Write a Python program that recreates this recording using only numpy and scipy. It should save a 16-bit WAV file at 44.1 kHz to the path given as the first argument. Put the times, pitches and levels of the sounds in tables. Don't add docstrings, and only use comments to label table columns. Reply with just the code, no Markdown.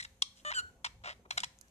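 import sys
import numpy as np
from scipy import signal
from scipy.io import wavfile
from scipy.ndimage import uniform_filter1d

SR = 44100
rng = np.random.default_rng(int(sys.argv[2]) if len(sys.argv) > 2 else 0)


def elevation(decibels):
    levels = np.asarray(decibels, float)
    return 10 ** (levels / 20)


def bounce(signal):
    frames = np.transpose(np.atleast_2d(signal))
    limited = np.clip(frames, -1, 1)
    pcm = np.round(limited * 32767).astype(np.int16)
    wavfile.write(sys.argv[1], SR, pcm)


N = 74970


def evened(x):
    return x / np.sqrt(np.mean(x ** 2) + 1e-20)


def read(points, hz):
    f, value = np.transpose(points)
    return np.interp(np.log(hz + 1), np.log(f + 1), value)


def curve(points, t):
    return np.interp(t, *np.transpose(points))


def add(mix, s, sound):
    part = mix[..., round(s * SR):][..., :sound.shape[-1]]
    part += sound[..., :part.shape[-1]]


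def wander(size, hz):
    knots = rng.standard_normal(4000)
    return np.interp(np.arange(size) * hz / SR, np.arange(4000), knots)


def phase(hz):
    return 2 * np.pi * np.cumsum(hz) / SR


def resonate(x, hz, width):
    r = np.exp(-np.pi * width / SR)
    return 2 * signal.lfilter([1 - r], [1, -r * np.exp(2j * np.pi * hz / SR)], x).real


def coloured(x, points):
    gain = np.log(elevation(read(points, abs(np.fft.fftfreq(4096, 1 / SR)))))
    response = np.fft.ifft(np.exp(np.conj(signal.hilbert(gain)))).real[:2048]
    return signal.oaconvolve(x, response)[:len(x)]


def budgie():
    out = np.zeros(N)
    chatter(out)
    held_notes(out)
    return out


# t/s, length/s, level/dB, pulse rate f/Hz, tilt/dB per octave
CLICKS = [(.004, 0.011, -44.5, 2030, 1), (0.0225, 0.01305, -46, 2200, 0.5),
          (0.038, 0.0037, -50.5, 1770, 14), (0.028, 0.0015, -45.5, 1460, 4),
          (0.044, 0.0028, -52.5, 1720, 2), (0.0471, 0.00164, -49, 1790, 8.5),
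          (0.0475, 0.0085, -44, 1824, -2), (0.511, 0.0029, -42, 977, -6), (0.5157, 0.0036, -36.5, 953, -5),
          (.522, 0.0048, -37.5, 1465, -10), (0.534, 0.012, -44.5, 3050, -8.5),
          (0.8434, 0.01277, -34, 1001, -2.5), (.856, 0.018, -41.5, 1002, -3),
          (1.016, 0.0053, -74.5, 1010, -7.5), (1.25, 0.01447, -65.5, 1025, -14),
          (1.3057, 0.009, -33, 891, -2), (1.315, 0.018, -50.5, 1118, -4), (1.371, 0.0056, -48.5, 930, -5),
          (1.3752, 0.009464, -28.5, 792, -0.5), (1.39, 0.0071, -45.5, 1537, -3),
          (1.4023, 0.004914, -35, 1490, 5), (1.4327, 0.0076, -33.5, 911, -2.5),
          (1.441, 0.0063, -34.5, 1002, 3), (1.375, 0.0035, -38, 1353, 18), (1.407, .006, -50, 1394, 2),
          (1.119, 0.0052, -58.5, 770, -2), (1.126, 0.0055, -56, 815, -3)]
SNAP = [
    (0.2196, 0.0024, -38, 1490, 5.5),
    (0.2205, 0.0065, -21.5, 1102, 1.5),
    (.226, 0.0043, -39.5, 1240, -1.5),
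]
# f/Hz, level/dB
WIDE = [(1050, -18.5), (2100, -19), (3300, 2), (4800, -7), (5700, -3), (7000, -15.5), (9500, -16.5),
        (11000, -34.5), (16000, -46)]


def chatter(out):
    for row in CLICKS:
        add(out, *click(*row))
    for row in SNAP:
        add(out, *click(*row, shut=WIDE))


PEEP = [
    (0, 1944, -35.5),
    (.004, 2030, -43.5),
    (.0065, 1900, -40),
]
SIGH = [
    (.352, 1504, -72),
    (.368, 1492, -60),
    (.38, 1534, -61.5),
    (.42, 1500, -69),
]
BUZZ = [
    (.449, 615, -38),
    (.452, 597.4, -42.5),
    (.474, 596.7, -40),
    (.5, 600.4, -40.5),
    (.506, 636, -39),
    (.509, 696, -40.5),
]
WHISTLE = [
    (.543, 1520, -43),
    (.548, 1520, -37),
    (.556, 1526, -37),
    (.572, 1510, -34),
    (.58, 1490, -37),
    (.592, 1426, -33),
    (.602, 1410, -39),
    (.612, 1490, -53),
]
WHISTLE_FADE = [
    (.606, 1480, -55),
    (.62, 1480, -53),
    (.66, 1495, -55),
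    (.70, 1510, -63),
]
RASP = [
    (1.037, 699.7, -54),
    (1.045, 691.4, -48.5),
    (1.072, 655.3, -44.5),
    (1.108, 646.7, -46),
    (1.118, 656, -55),
    (1.135, 637, -61),
]
FAR_PEEP = [
    (1.59, 1820, -109),
    (1.63, 1720, -73.5),
    (1.66, 1693, -85),
    (1.699, 1658, -87),
]
# t/s, level/dB
WHISTLE_BODY = [(.543, 3), (.555, 9.5), (.565, 6.5), (.578, 15.5), (.592, 12), (.603, 8.5), (.612, 7)]
# f/Hz, level/dB
BUZZ_BEAK = [(600, -11.5), (1200, -2), (1800, 1), (2400, -10.5), (3000, 1.5), (5500, -17.5), (6600, -1.5),
             (8600, -17), (12000, -27), (14500, -52)]
WHISTLE_BEAK = [(1500, -4), (3000, -0.5), (4500, -5.5), (5200, -18), (7500, -10), (9500, -29),
                (12300, -34.5), (13500, -57)]
SHUT = [(600, -17), (1250, -8), (3000, -4), (3700, -2.5), (5200, -13), (6900, -10.5), (9500, -27),
        (14000, -52)]


def held_notes(out):
    add(out, *note(PEEP, 0.063, -2.5, first_db=4.5))
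    add(out, *note(SIGH, 0.93, 6.2))
    add(out, *note(BUZZ, 0.14, -3, first_db=-3, shut=BUZZ_BEAK))
    add(out, *note(WHISTLE, 0.12, 5, first_db=WHISTLE_BODY, shut=WHISTLE_BEAK))
    add(out, *note(WHISTLE_FADE, 0.03, -12, first_db=24, shut=SHUT))
    add(out, *note(RASP, 0.78, -5.5, throb_db=3.5))
    add(out, *note(FAR_PEEP, 0.03, -12, first_db=10, shut=SHUT))


CLICK_ROUGH, CLICK_PEAK_AT, CLICK_GLIDE, CLICK_SOFT = 0.6, 0.36, 0.4, 0.55


def click(start, length, db, hz, tilt_db, shut=None):
    u = np.arange(0, length, 1 / SR) / length
    rise, fall = u / CLICK_PEAK_AT, (1 - u) / (1 - CLICK_PEAK_AT)
    level = elevation(db) * evened(np.minimum(rise, fall) ** CLICK_SOFT)
    pitch = hz * (1 + CLICK_GLIDE * (u - 0.5))
    return start, syrinx(pitch, level, CLICK_ROUGH, tilt_db, shut=shut, neck=neck_stretch(start))


RASP_THROB_HZ = 125


def note(rows, rough, tilt_db, first_db=0, throb_db=0, shut=None):
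    s, hz, db = np.transpose(rows)
    t = np.arange(s[0], s[-1], 1 / SR)
    if np.ndim(first_db):
        first_db = curve(first_db, t)
    throb = throb_db * np.sin(phase(RASP_THROB_HZ * (1 + 0.36 * wander(len(t), 61.2))))
    pitch, level = np.interp(t, s, hz), elevation(np.interp(t, s, db) + throb)
    return s[0], syrinx(pitch, level, rough, tilt_db, first_db, shut, neck_stretch(s[0]))


# t/s, stretch/percent
NECK = [(.02, 0.33), (.05, 0.25), (.222, 3), (.4, 0.31), (.52, 0.27), (.85, .3), (.865, 0.4), (1.08, 0.27),
        (1.31, .3), (1.38, .3), (1.404, 0.24), (1.436, 0.19), (1.445, .3)]


def neck_stretch(s):
    return curve(NECK, s)


# f/Hz, width/Hz, level/dB
THROAT = [(1097, 1095, -4), (2200, 1774, 2.5), (3293, 1000, 4.5), (3915, 170, 8.5), (5230, 1120, 2.5),
          (8250, 1780, 0.5), (8720, 3320, -6), (13400, 1300, -46.5)]
THROAT_SPREAD = 0.07
# f/Hz, level/dB
OPEN = [(400, 2), (800, 1), (9500, -2), (10800, -10.5), (14200, -10.5), (15600, -41)]


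def syrinx(hz, level, rough, tilt_db, first_db=0, shut=None, neck=0):
    size = len(hz)
    uneven = 1 + 0.3 * rough * wander(size, 1400) + 0.007 * wander(size, 150)
    turns = np.cumsum(hz * uneven) / SR
    k = np.arange(1, 26)[:, None]
    weight = elevation(tilt_db * np.log2(k) + first_db * (k == 1)) * (k * hz < 15000)
    harmonics = weight * np.cos(2 * np.pi * k * turns + 0.3036 * k ** 2)
    folds = evened(harmonics.sum(0)) * elevation(1.71 * rough * wander(size, 920))
    air = (0.17 + np.exp(-(turns % 1) / 0.2)) * rng.standard_normal(size)
    puffs = coloured(air, [(450, -32), (900, -0.5), (16000, 4 * tilt_db)])
    blend = (1 - 0.6 * rough) * folds + 0.6 * rough * evened(puffs)
    drive = np.pad(level * blend, (0, 900))
    stretch = 1 + neck / 100 + THROAT_SPREAD * rng.uniform(-0.91, 1)
    if shut is not None:
        out = coloured(drive, shut)
    else:
        rung = np.zeros(len(drive))
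        for n, (f, width, db) in enumerate(THROAT):
            rung += (-1) ** n * elevation(db) * resonate(drive, f * stretch, width)
        out = coloured(rung, OPEN)
    return out * np.sqrt(np.sum(level ** 2) / np.sum(out ** 2))


# t/s, level/dB, ring f/Hz, time to fall 60 dB/s, pan/dB (plus is left)
TICKS = [
    (0.423, -60, 207, 0.033, 0),
    (1.192, -57, 537, 0.093, -4),
    (1.254, -57, 455, 0.088, 6.5),
    (1.5877, -46.5, 6590, 0.0044, 8.5),
    (1.6116, -44, 6910, 0.013, -15.5),
    (1.682, -59.5, 6030, 0.0185, 8),
]


def beak():
    out, t = np.zeros((2, N)), np.arange(4000) / SR
    for s, db, hz, t60, pan_db in TICKS:
        snap = rng.standard_normal(4000) * elevation(-60 * t / t60) * np.minimum(t / (0.042 * t60), 1)
        ring = resonate(resonate(snap, hz, 0.457 * hz), hz, 0.417 * hz)
        bright = coloured(snap, [(3000, -24), (7000, 8), (13000, 10), (16000, -20)])
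        tick = ring + 5 * t60 * (hz / 6000) ** 2 * bright
        pan = elevation(np.array([[0.5], [-0.5]]) * pan_db)
        add(out, s, elevation(db) * tick / abs(tick).max() * pan)
    return out


# f/Hz, level/dB
LEFT = [(300, 6.5), (700, 6), (2300, 5.5), (2700, -10), (3100, 1), (6000, -1.5), (8000, -3), (14000, -7)]
RIGHT = [(300, -1), (700, 6), (2700, 2.5), (4300, -2), (5500, -10), (6500, -9), (7600, 3.5), (14000, -2.5)]
RIGHT_LAG = 14


def ports(voice):
    late = np.pad(voice, (RIGHT_LAG, 0))[:N]
    return np.array([coloured(voice, LEFT), coloured(late, RIGHT)])


# f/Hz, time/s
ROOM_T60 = [(500, 0.25), (1500, 0.34), (4000, 0.34), (10000, 0.314)]
# f/Hz, level/dB
ROOM_COLOUR = [(500, 2), (1500, -2), (2300, -2.5), (3000, -3.5), (4000, -1), (6000, 1), (10000, -3)]
ROOM_DB, EARLY_DB, EARLY_T60 = -17, -17, 0.034


def room(x):
    size = SR // 2
    taps = np.zeros((2, size))
    slots = np.arange(80, size - 20, 20)
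    at = slots + rng.integers(0, 20, (2, len(slots)))
    np.put_along_axis(taps, at, rng.choice([-1., 1.], at.shape), 1)
    hz, t, z = signal.stft(taps, SR, nperseg=256)
    fading = z * elevation(-60 * t / read(ROOM_T60, hz)[:, None])
    tail = signal.istft(fading, SR, nperseg=256)[1][:, :size]
    early = taps * elevation(-60 * np.arange(size) / SR / EARLY_T60)
    late = np.array([coloured(v, ROOM_COLOUR) for v in tail]) / np.linalg.norm(tail[0])
    echoes = elevation(ROOM_DB) * late + elevation(EARLY_DB) * early / np.linalg.norm(early[0])
    return signal.fftconvolve(x, echoes, axes=1)[:, :N]


# f/Hz, level/dB
HUM = [(34, -34), (46, 1.5), (58, 0.5), (80, -1), (369, -14.5), (587, -18.5), (945, -18), (1200, -32),
       (1560, -35), (2640, -120)]
HUM_DB = -66
# t/s, level/dB
HUM_SWELL = [(0, -1), (.4, -4), (.7, 7), (.85, 2.5), (1.06, 1.5), (1.2, -0.5), (1.42, 5.5), (1.55, -1.5),
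             (1.7, -1.5)]
# f/Hz, likeness/0 to 1
SAME = [(60, 0.97), (300, 0.91), (640, 0.88), (1400, 0)]
# f/Hz, level/dB
FAN = [
    (58, -70),
    (192, -74),
    (243, -78.5),
    (531, -78),
]


def hum():
    frames, hz = N // 512 + 5, np.fft.rfftfreq(2048, 1 / SR)
    a, b, c, d, patches = rng.standard_normal((frames, 1025, 5)).T
    patches = uniform_filter1d(uniform_filter1d(patches, size=5, axis=0), size=6, axis=1)
    lumps = elevation(read(HUM, hz)[:, None] + 3.97 * evened(patches))
    same, left = np.clip(read(SAME, hz), -1, 1)[:, None], a + 1j * b
    right = same * left + np.sqrt(1 - same ** 2) * (c + 1j * d)
    rumble = signal.istft(np.array([left, right]) * lumps, nperseg=2048, noverlap=1536)[1][:, :N]
    out = elevation(HUM_DB + curve(HUM_SWELL, np.arange(N) / SR)) * evened(rumble)
    for f, db in FAN:
        out = out + elevation(db + 2.4 * wander(N, 13.0)) * np.sin(phase(f + 2.032 * wander(N, 9)))
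    return out


# f/Hz, level/dB
HISS_LEFT = [(300, -14), (1000, -7.5), (3000, -2.5), (5200, -10.5), (6200, -0.5), (8000, -9),
             (12000, -11.5), (14300, -9)]
HISS_RIGHT = [(300, -5.5), (1500, -1), (3000, -4.5), (5300, -11), (6500, -1.5), (8500, -6.5), (12000, -13),
              (14300, -10)]
# t/s, level/dB
HISS_SWELL = [(0, 10.5), (.2, 2), (.4, 6.5), (.65, 7), (.82, -1), (.9, 5.5), (1.0, -1), (1.1, 6.5),
              (1.279, -3.5), (1.33, 16.5), (1.5, 4), (1.7, 4.5)]
HISS_DB, HISS_TOP_HZ = -68.5, 13600


def hiss():
    top = signal.butter(12, HISS_TOP_HZ, fs=SR, output="sos")
    left, right = signal.sosfilt(top, rng.standard_normal((N, 2)).T)
    level = elevation(HISS_DB + curve(HISS_SWELL, np.arange(N) / SR))
    return level * np.array([coloured(left, HISS_LEFT), coloured(right, HISS_RIGHT)])


def scene():
    bird = ports(budgie()) + beak()
    return bird + room(bird) + hum() + hiss()


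def low_pass(x):
    return signal.sosfilt(signal.butter(12, 15750, fs=SR, output="sos"), x)


def record(dry):
    return low_pass(dry)


dry = scene()
out = record(dry)
bounce(out)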